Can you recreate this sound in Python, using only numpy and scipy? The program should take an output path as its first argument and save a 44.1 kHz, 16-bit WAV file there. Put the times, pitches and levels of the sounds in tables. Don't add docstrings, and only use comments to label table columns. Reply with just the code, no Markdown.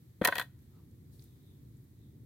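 import sys
import numpy as np
from scipy import signal
from scipy.fft import rfft, irfft
from scipy.io import wavfile

SR = 44100
rng = np.random.default_rng(int(sys.argv[2]) if len(sys.argv) > 2 else 0)


def master(y):
    cut = np.clip(np.atleast_2d(y).T, -1, 1)
    pcm = np.round(cut * 32767)
    wavfile.write(sys.argv[1], SR, pcm.astype(np.int16))


N = 99225
T = np.arange(N) / SR
HZ = np.maximum(np.fft.rfftfreq(2 * N, 1 / SR), 1)
SIDES = np.array([[1], [-1]])

# start_s, knock_db, cutoff_hz, chatter_decay_s, grit_db
CONTACTS = [(0.214, -24, 1150, 0.0086, -62.5), (0.2185, -28, 1930, 0.0044, -51.5),
            (0.2400, -23.5, 1800, 0.0012, -70), (0.2498, -17, 4998, .004, -20.5),
            (0.254, -20.5, 3500, 0.0034, -28), (0.258, -16.5, 2000, 0.0017, -43.5),
            (0.2741, -18, 2220, .005, -25), (0.2852, -14, 1700, 0.0038, -40.5),
            (0.3238, -17.5, 1650, 0.001999, -59), (0.3298, -27, 1800, .002, -61),
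            (0.3554, -24.5, 3000, .004, -36), (0.3676, -33.5, 4000, 0.011, -47.5),
            (0.3826, -22.5, 4330, .005, -32), (0.397, -27.5, 4360, 0.0013, -35),
            (0.4030, -30, 2940, 0.0026, -41.5), (0.413, -30.5, 4470, .005, -44),
            (0.4235, -42.5, 4050, 0.0029, -48)]
# pitch_hz, level_db, t60_s
BOWL_MODES = [(492, -13.5, .05), (561.8, -12, 0.071), (725, -9, 0.063), (967, -4.5, 0.036), (1055, -8, .08),
              (1325, -16, 0.0393), (1530, 3.5, 0.019), (1720, -4.5, 0.038), (1842.5, 1, .042),
              (1929, 2, .03), (2240, -10.5, .03), (2520, -3.5, .028), (3167, -1.5, .022), (3460, -4, 0.04),
              (4034, -1.5, 0.027), (4474, -8, 0.026)]
# freq_hz, gain_db
GRIT_SPECTRUM = [(1500, -30), (4200, -4), (4900, -8.5), (6800, -5), (7400, -7.5), (8000, -6), (9000, -4.5),
                 (11000, -1.5), (13600, 0), (14300, -4.5), (15400, -2), (16000, -10.5)]


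def thuds():
    # time_s, level_db
    landings = [(0.2141, -19.5), (0.2510, -38), (0.28, -29.5)]
    # pitch_hz, level_db, t60_s
    thud_modes = [(154, -13.5, 0.046), (215, -1, 0.024), (320, -7.5, 0.046), (505, 1, 0.033),
                  (603, -3, .025)]
    half_width_s = .00045
    push = sum(undb(db) * swell(time_s, half_width_s) for time_s, db in landings)
    return convolve(push / (half_width_s * SR), ring(thud_modes))


def knocks():
    # freq_hz, gain_db
    crack_spectrum = [(80, -23.5), (200, -14), (400, -11), (600, -2.5), (850, -6.5), (1400, 1.5),
                      (1900, -1), (2500, -7), (4400, -6.5), (5200, -28.5), (16000, -34.5)]
    chatter_gain, crack_db, crack_decay_s = .66, -6, .002
    detune, spread_db = .0065, 2.5
    chatter, brick = grains(), coloured(grains(), crack_spectrum)
    t = T[:SR // 6]
    ring_peak = np.abs(ring(BOWL_MODES)).max()
    spots = rng.standard_normal((len(CONTACTS), len(BOWL_MODES), 2))
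    out = np.zeros((2, N))
    for (start_s, knock_db, cutoff_hz, decay_s, _), spot in zip(CONTACTS, spots):
        span = slice(int(start_s * SR), int(start_s * SR) + len(t))
        push = chatter_gain * unit_energy(chatter[:, span] * np.exp(-t / decay_s))
        push[:, 0] += 1
        modes = [(hz * (1 + detune * pitch_draw), db + spread_db * level_draw, t60_s)
                 for (hz, db, t60_s), (pitch_draw, level_draw) in zip(BOWL_MODES, spot)]
        body = convolve(push, ring(modes) / ring_peak)[:, :len(t)]
        crack = undb(crack_db) * brick[:, span] * np.exp(-t / (crack_decay_s + decay_s / 2))
        lowpass = signal.butter(2, cutoff_hz, fs=SR, output="sos")
        out[:, span] += undb(knock_db) * signal.sosfilt(lowpass, body + crack)
    return out


def grit():
    power = sum((undb(grit_db) * burst(start_s, attack_s=.0012, decay_s=.0035)) ** 2
                for start_s, *_, grit_db in CONTACTS)
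    return np.sqrt(power) * coloured(grains(), GRIT_SPECTRUM)


def slide():
    start_s, end_s, release_s = .23, .425, .017
    pressure = (T > start_s) * np.exp(-np.maximum(T - end_s, 0) / release_s)
    rub = grains()
    body = undb(-49.5) * unit(convolve(rub, ring(BOWL_MODES)))
    scratch = undb(-57.5) * coloured(rub, GRIT_SPECTRUM)
    return pressure * (body + scratch)


def yard(x):
    tail = 0
    for db, t60_s in ((-18.5, .17), (-35, .7)):
        tail = tail + undb(db) * unit_energy(grains() * np.exp(-np.log(1000) * T / t60_s))
    return x + convolve(x, tail)


def ticks():
    # time_s, level_db, centre_hz, width_hz
    events = [(0.591, -69.5, 7000, 9000), (0.6237, -66.5, 12230, 2500), (0.912, -69, 9000, 8000),
              (1.13, -69.5, 12500, 5050), (1.1945, -58, 4350, 1200), (1.2228, -58, 6000, 3490),
              (1.2408, -57, 12000, 5000), (1.6284, -71, 12500, 3000), (1.77, -67.5, 7500, 700),
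              (1.8424, -65.5, 12900, 4030)]
    crackle = grains()
    out = 0
    for time_s, db, centre_hz, width_hz in events:
        band = unit(shape(crackle, 1 / (1 + (2 * (HZ - centre_hz) / width_hz) ** 2)))
        out = out + undb(db) * burst(time_s, attack_s=.00024, decay_s=.0024) * band
    return out


def straw():
    # time_s, half_width_s, level_db
    rustles = [(1.144, 0.031, -69), (1.228, 0.049, -67)]
    # freq_hz, gain_db
    spectrum = [(1500, -25), (2800, -10), (4200, 0), (6000, -4), (9000, -1), (13000, 1), (16000, -2.5)]
    envelope = sum(undb(db) * swell(time_s, half_width_s) for time_s, half_width_s, db in rustles)
    return envelope * coloured(grains(), spectrum)


def scuff():
    # freq_hz, gain_db
    spectrum = [(400, -15), (800, -2), (1300, 2), (1700, -16), (4000, -12.5), (16000, -48)]
    return undb(-75.5) * swell(time_s=.777, half_width_s=.056) * coloured(grains(), spectrum)


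def thin_hiss():
    # time_s, half_width_s, centre_hz, level_db
    swells = [(1.323, .12, 3650, -82), (1.50, 0.077, 3666, -76.5), (2.05, 0.07, 3703, -80.5)]
    flutter_hz, fall_hz_per_s = 230, 2000
    out = 0
    for time_s, half_width_s, centre_hz, db in swells:
        flutter = unit(shape(rng.standard_normal((2, N)), 1 / (1 + (HZ / flutter_hz) ** 2)))
        phase = 2 * np.pi * np.cumsum(centre_hz - fall_hz_per_s * (T - time_s)) / SR
        out = out + undb(db) * swell(time_s, half_width_s) * flutter * np.sqrt(2) * np.sin(phase)
    return out


def air():
    # freq_hz, gain_db
    spectrum = [(20, -32), (40, -17), (62, -4.5), (125, 2), (180, -8), (310, -12), (450, -24.5),
                (640, -37.5), (1200, -42), (1550, -43.5), (1900, -40.5), (2800, -47.5), (3800, -42.5),
                (5400, -47), (10500, -45), (13000, -40.5), (16000, -43)]
    # freq_hz, side_minus_mid_db
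    width = [(30, -7.5), (62, -11.5), (120, -18.5), (350, -8), (800, -0.5), (3000, 0.5), (16000, 0.5)]
    # time_s, gain_db
    rumble_drift = [(0, -3), (.78, -1), (.92, 0), (1.15, 1.5), (1.35, -1.5), (1.6, 1), (1.78, 0),
                    (1.9, -2.5), (2.25, 3)]
    # time_s, gain_db
    treble_drift = [(0, 0.5), (0.571, -2), (.61, 1), (.85, -1), (1.08, -0.5), (1.3, 1), (1.7, 0),
                    (2.25, -2)]
    level_db, crossover_hz = -54.5, 800
    mid, side = coloured(rng.standard_normal((2, N)), spectrum)
    stereo = mid + SIDES * shape(side, curve(width))
    rumble = shape(stereo, 1 / (1 + (HZ / crossover_hz) ** 4))
    treble = stereo - rumble
    return undb(level_db) * (rumble * drift(rumble_drift) + treble * drift(treble_drift))


def grains(roughness=.54, crossover_hz=2200):
    impacts = rng.standard_normal((3, N)) * np.exp(roughness * rng.standard_normal((3, N)))
    shared = 1 / (1 + (HZ / crossover_hz) ** 2)
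    return unit(shape(impacts[0], np.sqrt(shared)) + shape(impacts[1:], np.sqrt(1 - shared)))


def ring(modes):
    t = T[:SR // 6]
    return sum(undb(db) * np.sin(2 * np.pi * hz * t) * np.exp(-np.log(1000) * t / t60_s) * (-1) ** k
               for k, (hz, db, t60_s) in enumerate(modes))


def burst(time_s, attack_s, decay_s):
    return np.exp(np.minimum((T - time_s) / attack_s, (time_s - T) / decay_s))


def swell(time_s, half_width_s):
    return np.exp(-((T - time_s) / half_width_s) ** 2)


def drift(points):
    return undb(np.interp(T, *np.array(points).T))


def curve(points):
    hz, db = np.array(points, float).T
    return undb(np.interp(np.log(HZ), np.log(hz), db))


def shape(x, gain):
    return irfft(rfft(x, 2 * N) * gain)[..., :N]


def coloured(x, spectrum):
    return unit(shape(x, curve(spectrum)))


def convolve(x, response):
    return signal.fftconvolve(np.atleast_2d(x), np.atleast_2d(response), axes=-1)[:, :N]


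def undb(db):
    return 10 ** (np.asarray(db) / 20)


def unit(x):
    return x / np.sqrt(np.mean(x ** 2))


def unit_energy(x):
    return x / np.sqrt(np.sum(x ** 2) / 2)


def scene():
    # freq_hz, left_minus_right_db
    balance = [(150, 1.5), (500, 5), (1000, -2.5), (1500, 3.5), (3100, 2.5), (4450, -8), (6000, -6.5),
               (7400, 4.5), (8400, -6.5), (10500, -3.5), (12300, 5.5), (16000, 3.5)]
    bowl = shape(thuds() + knocks() + grit() + slide(), curve(balance) ** (SIDES / 2))
    return yard(bowl) + air() + straw() + scuff() + thin_hiss() + ticks()


def record(dry):
    highpass = signal.butter(4, 48, "high", fs=SR, output="sos")
    lowpass = signal.ellip(10, .2, 80, 16000, fs=SR, output="sos")
    return signal.sosfilt(lowpass, signal.sosfilt(highpass, dry))


dry = scene()
out = record(dry)
master(out)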